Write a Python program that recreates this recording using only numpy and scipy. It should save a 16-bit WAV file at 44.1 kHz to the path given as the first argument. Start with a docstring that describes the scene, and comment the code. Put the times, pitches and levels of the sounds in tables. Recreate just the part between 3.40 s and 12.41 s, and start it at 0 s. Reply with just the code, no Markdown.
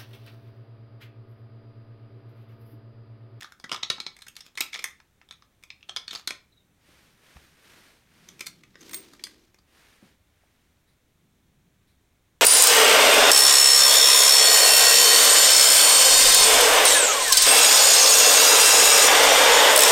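"""Wooden toy carriages clatter on a wooden track, close by in a carpeted room where a far clock ticks.
One is lifted and, at about 2.5 seconds, set down again. An axle squeaks faintly, then clothes
rustle as the player shifts, with soft bumps. From about 5 seconds the carriages are pushed together:
wheels rumble along the groove, wood knocks, and magnets snap shut and ring.
After a last rustle and two more bumps, only the clock, still air and a faint rumble are left."""
import sys
import numpy as np
from scipy import signal
from scipy.fft import rfft, irfft, next_fast_len
from scipy.io import wavfile

SR = 44100
rng = np.random.default_rng(int(sys.argv[2]) if len(sys.argv) > 2 else 0)


def to_wav(s):
    """Save 16-bit WAV."""
    ch = np.atleast_2d(s).T  # columns
    pcm = np.round(np.clip(ch, -1, 1) * 32767)  # PCM
    wavfile.write(sys.argv[1], SR, pcm.astype(np.int16))


N = 397341
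TIME = np.arange(N) / SR

# The tone of still air. Each row: frequency in Hz, relative level in dB.
AIR_TONE = [(25, -7), (75, 0), (140, -5.5), (250, -9), (500, -16.5), (1000, -21), (1700, -21),
            (2200, -20.5), (2800, -24.5), (3700, -23), (4900, -30.5), (5900, -27), (10400, -31),
            (16000, -32)]
# Swells of a faint low rumble. Each row: peak time in seconds, level in dB, length in seconds.
RUMBLE_SWELLS = [(3.8, -71.5, 2.3), (5.05, -63.5, 1.1), (8.05, -68.5, 0.95)]
# Handling that shakes the wheels. Each row: peak time in seconds, level in dB, length in seconds.
SHAKES = [(.005, -45.5, .08), (.33, -58.5, 0.11), (.975, -57.5, .05), (1.06, -60.5, .06),
          (1.39, -52.5, 0.21), (2.73, -47.5, .12)]
# The tone of wood hitting wood. Each row: frequency in Hz, relative level in dB.
CRACK_TONE = [(40, -29), (200, -1), (600, -6), (1200, -0.5), (2200, 0), (4000, 1), (6000, -1.5),
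              (8500, -9.5), (10700, -12.5), (13500, -11.5), (16000, -22.5)]
# The notes a carriage rings with. Each row: pitch in Hz, relative level in dB, fade time in seconds.
CARRIAGE_MODES = [(362, -14.5, 0.095), (1042, -8.5, 0.055), (1217.5, -10.5, 0.095), (1326, -5, 0.059),
                  (1802, -5, .03), (2159, -3, 0.024), (2243, -6, 0.072), (2470, -7.5, 0.037),
                  (2975, -14.5, .07), (3124, -4, 0.044), (3343, -1.5, 0.081), (3576, 6, 0.033),
                  (3730, -2, 0.046), (4230, 5.5, 0.019), (5110, 7, 0.023), (5610, -3, 0.043),
                  (6140, -4.5, 0.063), (6630, 1, 0.023), (7960, -7, .025), (8740, -1, 0.024),
                  (9753, -16.5, 0.042)]
# Carriage knocks. Each row: start in seconds, relative level in dB, main ringing pitch in Hz,
# bass and treble shares in dB, rough chatter length in ms, the other axle's delay in ms
# (below -1 it grazes first, above 1 it drops after, otherwise both land together).
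CARRIAGE_KNOCKS = [(0.0215, -43.5, 1930, 0.5, -16, 4.2, -15), (0.044, -43, 1240, -0.5, -38.5, 1.74, 0),
                   (0.1214, -50, 1390, -1.5, -8, 0.23, 0), (0.199, -51.5, 4760, -4.5, -7, 0.25, 0),
                   (0.2407, -38.5, 1850, -0.5, -15, 4, 0), (0.3157, -26.5, 2980, -5, -17, 2.8, -22),
                   (0.3252, -32.5, 4870, -3, -12, 1, 6.5), (0.3442, -33.5, 1210, -1.5, -13.5, 3.3, 0),
                   (0.361, -37, 3400, -15.5, -21, 1.5, 0), (0.431, -25.5, 3730, -14.5, -21, 2.3, -2.5),
                   (0.5005, -19.5, 3900, -12.5, -14.5, 2.65, 0), (0.516, -41, 2950, -19, -28, 5.1, 0),
                   (0.5807, -48, 4110, 4.5, -23, 4.8, 0), (0.6013, -30.5, 3980, -16, -15.5, 2.33, 0),
                   (0.665, -31, 4150, -13, -22, 1.48, 0), (0.7656, -51, 2030, -5.5, -6.5, 3.1, 23),
                   (0.8197, -44, 4050, -17, -7, 4.6, -11), (0.8662, -48, 1880, -4.5, -8, 4.7, 0),
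                   (0.882, -44.5, 2900, -14, -1.5, 3.1, 0), (0.9654, -40.5, 4380, -21, -5.5, 1.6, -11),
                   (1.0058, -44.5, 5300, -18, -6.5, 1.8, 3), (1.1537, -51, 3680, -10.5, -7.5, 0.93, 0),
                   (1.1741, -31, 2210, -11.5, -11.5, 3.44, 8), (1.2059, -24.5, 4060, -11.5, 0, 2.5, 0),
                   (1.21, -26, 2440, -13, -21.5, 2.97, 0), (1.3304, -34.5, 2200, -21, -17.5, 3.9, 0),
                   (1.341, -34, 3620, -15, -12, 4.8, 0), (1.3488, -33, 2180, -8, -21, 2.4, 9),
                   (1.391, -34.5, 2300, -7.5, -15, 3.9, 0), (1.441, -27, 2040, -8, -3.5, 1.53, 0),
                   (1.6012, -56, 2160, 0.5, -18, 0.52, 0), (1.814, -56.5, 2450, 1, -35, 1.02, 0),
                   (1.9095, -41, 3750, -12.5, -15, 0.46, -21), (1.924, -54, 2190, -5, -8, 1.3, -1),
                   (2.0222, -56.5, 1285, -1.5, -38.5, 1.1, 0), (2.2365, -46.5, 2400, -11, -7.5, 0.34, -9.5),
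                   (2.3029, -39, 2210, -15.5, -26.5, 0.92, 0), (2.428, -49.5, 2630, -23, -38.5, 0.87, -20),
                   (2.4933, -34, 3120, -9.5, -20, 1.68, -4.5), (2.5626, -28, 3420, -15.5, -14.5, 0.94, 0),
                   (2.569, -30, 4980, -16, -21, 1, 0), (2.6792, -33.5, 4370, -21.5, -17.5, 2.35, 0),
                   (2.708, -36, 3520, -21, -16.5, 2.3, 3), (2.7498, -33.5, 4480, -11.5, -13.5, 1.77, 8),
                   (2.8741, -25, 4270, -17.5, -7.5, 2.96, 0), (2.906, -30, 2250, -8, -12.5, 2.58, 0),
                   (4.887, -45.5, 6260, -18, -3, 3.4, 0), (5.007, -32.5, 2320, -10, -6, 5, -14),
                   (5.066, -33.5, 4300, -18, -2, 5.65, -6), (5.235, -51.5, 2220, -9, -13, 2.9, 1),
                   (5.355, -50, 1900, -0.5, -26, 1.4, -11.5), (5.408, -52, 6360, -14, 0, 10.5, 0),
                   (5.493, -48.5, 2220, -10, -2, 3, 0), (5.532, -38.5, 2260, -6, 0, 6.1, 0.5),
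                   (5.543, -36.5, 4200, -23, -1, 3.4, 0), (5.734, -52.5, 4240, -0.5, -3, 4.3, 0),
                   (5.794, -51.5, 2170, -10, -33, 2.9, 0), (5.8381, -31.5, 4530, -22.5, -4, 1.56, 0),
                   (5.868, -46, 1780, -3.5, -7, 4, -0.5), (6.144, -59, 2240, -0.5, -5, 2.06, 1),
                   (6.185, -62.5, 4700, -5, -7, 5.1, 2)]
# When a carriage is in the hand: start and end in seconds.
LIFTED_SPAN = (1.1, 2.47)
# The tone of sliding cloth. Each row: frequency in Hz, relative level in dB.
CLOTH_TONE = [(88, -14), (150, -7.5), (297, -1.5), (854, -7), (1870, -2.5), (5680, -11), (7770, -16),
              (9260, -13), (10400, -18.5), (14000, -18), (16000, -31)]
# Strokes of a sleeve. Each row: peak time in seconds, level in dB, length in seconds.
SLEEVE_STROKES = [(3.55, -60.5, 0.42), (3.93, -58, 0.45), (4.33, -55.5, 0.48), (4.82, -61.5, 0.48),
                  (6.42, -59.5, 0.41), (6.66, -63, 0.16), (7.05, -72.5, .7)]
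# Soft bumps on the floor. Each row: start in seconds, level in dB, pitch in Hz, fade time in seconds.
FLOOR_BUMPS = [(3.487, -64, 291, 0.059), (3.96, -49.5, 66, 0.085), (3.968, -58, 980, 0.0072),
               (6.62, -54, 212, 0.24), (7.035, -70.5, 600, 0.043)]
# Pushes that roll the wheels. Each row: peak time in seconds, level in dB, length in seconds.
PUSHES = [(4.99, -67, 0.7), (5.51, -53.5, 0.37), (5.82, -62, 0.45)]
# Magnets meeting. Each row: start in seconds, level in dB.
MAGNET_SNAPS = [(4.994, -58), (5.068, -63), (5.511, -46.5), (5.543, -31.5)]
# The notes a magnet rings with. Each row: pitch in Hz, relative level in dB, fade time in seconds.
MAGNET_MODES = [(8578, 0, .19), (15324, 0, .19)]


def undb(db):
    """Turn decibels into a number to multiply by."""
    return 10 ** (np.asarray(db) / 20)


def unit(x):
    """Scale a sound to an energy of one."""
    return x / np.sqrt(np.sum(x ** 2) + 1e-20)


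def swell(moves, steepness=3.4, rise_share=.36, end_db=-13):
    """Loudness over time: each movement builds quickly to its peak and eases off slowly."""
    power = np.zeros(N)
    for peak_s, db, length_s in moves:
        from_peak = np.maximum((peak_s - TIME) / rise_share, (TIME - peak_s) / (1 - rise_share))
        power += undb(db + end_db * np.minimum(from_peak / length_s, 10) ** steepness) ** 2
    return np.sqrt(power)


def fade(t, t60):
    """Die away by 60 dB in t60 seconds, the fade time."""
    return np.exp(-np.log(1000) * t / t60)


def add(out, start_s, x):
    """Mix a sound in at a given time."""
    i = max(int(start_s * SR), 0)
    out[i:i + len(x)] += x[:len(out) - i]


def colour(x, tone):
    """Shape a sound with a tone table and bring its level to one."""
    hz, db = np.transpose(tone)
    size = next_fast_len(len(x))
    bins_hz = np.maximum(np.fft.rfftfreq(size, 1 / SR), 1)
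    gain = undb(np.interp(np.log(bins_hz), np.log(hz), db))
    shaped = irfft(rfft(x, size) * gain, size)[:len(x)]
    return shaped / np.std(shaped)


def resonate(x, hz, width_hz):
    """Let through mainly the sound near one pitch."""
    return signal.lfilter(*signal.iirpeak(hz, hz / width_hz, SR), x)


def room(x, low_t60=0.29, high_t60=0.17, build_s=0.0028, tail_db=-8, wall_db=-20):
    """A near wall echoes; the carpet soon swallows the other reflections, treble first."""
    t = TIME[:SR // 3]
    noise = rng.standard_normal(len(t))
    low = signal.sosfilt(signal.butter(1, 2800, fs=SR, output="sos"), noise)
    tail = low * fade(t, low_t60) + (noise - low) * fade(t, high_t60)
    build_up = 1 - np.exp(-(t / build_s) ** 2)
    response = undb(tail_db) * unit(tail * build_up)
    response[0] += 1  # the direct sound
    add(response, .015, undb([wall_db]))
    return signal.fftconvolve(x, response)[:N]


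def background(air_db=-66.5):
    """Still air, and a low rumble that swells now and then."""
    air = colour(rng.standard_normal(N), AIR_TONE) * undb(air_db)
    rumble = resonate(resonate(rng.standard_normal(N), 160, 110), 160, 110)
    return air + rumble / np.std(rumble) * swell(RUMBLE_SWELLS)


def carriage_ring(t, spread_db, detune=.003):
    """A struck carriage rings with many notes; each blow lands elsewhere and changes their mix."""
    hz, db, t60 = np.transpose(CARRIAGE_MODES)[:, :, None]
    weight, shift = rng.standard_normal((2, len(hz), 1))
    notes = np.sin(2 * np.pi * hz * (1 + detune * shift) * t) * rng.choice([-1, 1], hz.shape)
    return np.sum(undb(db + spread_db * weight) * fade(t, t60) * notes, axis=0)


def rattle(per_second=260, spread_db=4, tick_t60=0.006, body_db=-6):
    """Loose wheels and axles tick at random against the carriage."""
    t = TIME[:4096]
    is_tick = rng.random(N) < per_second / SR
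    ticks = is_tick * undb(spread_db * np.clip(rng.standard_normal(N), -2, 2))
    bursts = signal.fftconvolve(ticks, fade(t, tick_t60))[:N] * rng.standard_normal(N)
    crack = colour(bursts, CRACK_TONE)
    body = signal.fftconvolve(crack, unit(carriage_ring(t, spread_db=2)))[:N]
    return (crack + undb(body_db) * body / np.std(body)) * swell(SHAKES)


def landings(graze_db=-14, drop_db=-2, chatter_share=.7):
    """List the blows: the other axle may add a lighter, briefer one before or after the main one."""
    for start_s, db, hz, bass, treble, chatter_ms, axle_ms in CARRIAGE_KNOCKS:
        yield start_s, db, hz, bass, treble, chatter_ms
        if abs(axle_ms) > 1:
            axle_db = db + (graze_db if axle_ms < 0 else drop_db)
            yield start_s + axle_ms / 1000, axle_db, hz, bass, treble, chatter_share * chatter_ms


def chatter(t, length_ms, contacts_db=(-4, -2.5, -2, -6), crack_t60=0.009):
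    """Four quick cracks: a wheel touches, the body lands, and both bounce."""
    out = np.zeros(len(t))
    delays_s = np.linspace(0, length_ms / 1000, 4) * rng.uniform(.75, 1.25, size=4)
    for db, delay_s in zip(contacts_db, delays_s):
        crack = colour(rng.standard_normal(len(t)), CRACK_TONE) * fade(t, crack_t60)
        add(out, delay_s, undb(db) * unit(crack))
    return out


def soften(x, treble_db, hard_hz=16400, db_per_octave=20.5):
    """A softer contact lasts longer, so it loses more of its treble."""
    cutoff_hz = np.clip(hard_hz * 2 ** (treble_db / db_per_octave), 5000, 16000)
    return signal.sosfilt(signal.butter(2, cutoff_hz, fs=SR, output="sos"), x)


def knocks(block_width_hz=400, block_db=1, body_db=-2, boost_db=26, bass_trim_db=-1):
    """Each blow cracks, then rings the struck block of wood and the whole carriage."""
    out, t = np.zeros(N), TIME[:6144]
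    edges_hz = [([90, 1500], "band"), ([1500, 7000], "band"), (7000, "high")]  # bass, middle, treble
    bands = [signal.butter(3, hz, kind, fs=SR, output="sos") for hz, kind in edges_hz]
    for start_s, db, hz, bass_db, treble_db, chatter_ms in landings():
        crack = chatter(t, chatter_ms)
        block = resonate(resonate(crack, hz, block_width_hz), hz, 4 * block_width_hz)
        body = carriage_ring(t, spread_db=3) * (1 - fade(t, .005))  # takes a moment to start
        hit = unit(crack) + undb(block_db) * unit(block) + undb(body_db) * unit(body)
        hit = thin_if_lifted(soften(hit, treble_db), start_s)
        # each knock has its own share of bass and treble
        shares = undb([bass_db + bass_trim_db, 0, treble_db])
        hit = sum(share * unit(signal.sosfilt(band, hit)) for share, band in zip(shares, bands))
        # the toys keep moving, so every knock meets new reflections
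        add(out, start_s, undb(db + boost_db) * room(hit))
    return out


def clock(first_s=.47, tick_db=-66):
    """One tick a second from across the room, blurred into a short wash of sound."""
    out, t = np.zeros(N), TIME[:SR // 3]
    wash = fade(t, .3) * (1 - fade(t, .08))
    for start_s in first_s + np.arange(N // SR):
        noise = rng.standard_normal(len(t))
        tick = resonate(noise, 2200, 300) + resonate(noise, 3900, 700)
        tick += undb(-10) * resonate(noise, 9000, 2500)
        add(out, start_s, undb(tick_db) * tick / np.std(tick) * wash)
    return out


def thin_if_lifted(x, start_s, cutoff_hz=447):
    """A carriage in the hand cannot shake the track, so its knocks lose their lowest notes."""
    if not LIFTED_SPAN[0] < start_s < LIFTED_SPAN[1]:
        return x
    return signal.sosfilt(signal.butter(2, cutoff_hz, "high", fs=SR, output="sos"), x)


def squeak(start_s=3.09, length_s=0.14, from_hz=4150, to_hz=3600, db=-63):
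    """An axle squeaks faintly in fits, its pitch sagging as the wheel slows."""
    out, progress = np.zeros(N), np.linspace(0, 1, int(length_s * SR))
    slip = np.interp(progress, np.linspace(0, 1, 80), rng.standard_normal(80))
    grip = np.interp(progress, np.linspace(0, 1, 12), rng.standard_normal(12))
    hz = (from_hz + (to_hz - from_hz) * progress) * (1 + .025 * slip)
    tone = np.sin(2 * np.pi * np.cumsum(hz) / SR)
    add(out, start_s, undb(db) * grip * np.sin(np.pi * progress) * tone)
    return out


def friction(catch_db):
    """Sliding noise that catches and slips every few milliseconds."""
    catch_times = TIME[::200]
    catches = np.interp(TIME, catch_times, rng.standard_normal(len(catch_times)))
    return rng.standard_normal(N) * undb(catch_db * catches)


def clothes():
    """Sleeves and trousers slide over the carpet."""
    return colour(friction(catch_db=1), CLOTH_TONE) * swell(SLEEVE_STROKES, steepness=2.36)


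def bumps():
    """Dull thuds come through the carpet."""
    out, t = np.zeros(N), TIME[:SR // 3]
    for start_s, db, hz, t60 in FLOOR_BUMPS:
        burst = rng.standard_normal(len(t)) * fade(t, t60)
        thud = resonate(resonate(burst, hz, hz), hz, hz)
        add(out, start_s, undb(db) * thud / np.std(thud[:SR // 30]))
    return out


def wheels(scrape_db=-1, low_hum_db=-7):
    """The grain of the wood shakes the wheels: the track hums low while the axles scrape."""
    grain = rng.standard_normal(N)
    hum = resonate(resonate(grain, 315, 124), 325, 210)
    hum += undb(low_hum_db) * resonate(resonate(grain, 250, 73), 256, 120)
    scrape = colour(friction(catch_db=3), CRACK_TONE)
    return (hum / np.std(hum) + undb(scrape_db) * scrape) * swell(PUSHES)


def magnets():
    """The metal caps that link the carriages ping when they meet."""
    out, t = np.zeros(N), TIME[:SR // 2]
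    ping = sum(undb(db) * fade(t, t60) * np.sin(2 * np.pi * hz * t) for hz, db, t60 in MAGNET_MODES)
    for start_s, db in MAGNET_SNAPS:
        add(out, start_s, undb(db) * ping)
    return out


def scene():
    """Mix the toys, the player and the quiet room into one channel."""
    toys = knocks() + room(rattle() + squeak()) + magnets() + wheels()
    return (toys + bumps() + clothes() + clock() + background())[None]


def record(dry):
    """Cut away the highest treble, above 16000 Hz."""
    return signal.sosfilt(signal.ellip(10, .2, 70, 16000, fs=SR, output="sos"), dry)


dry = scene()
out = record(dry)
to_wav(out)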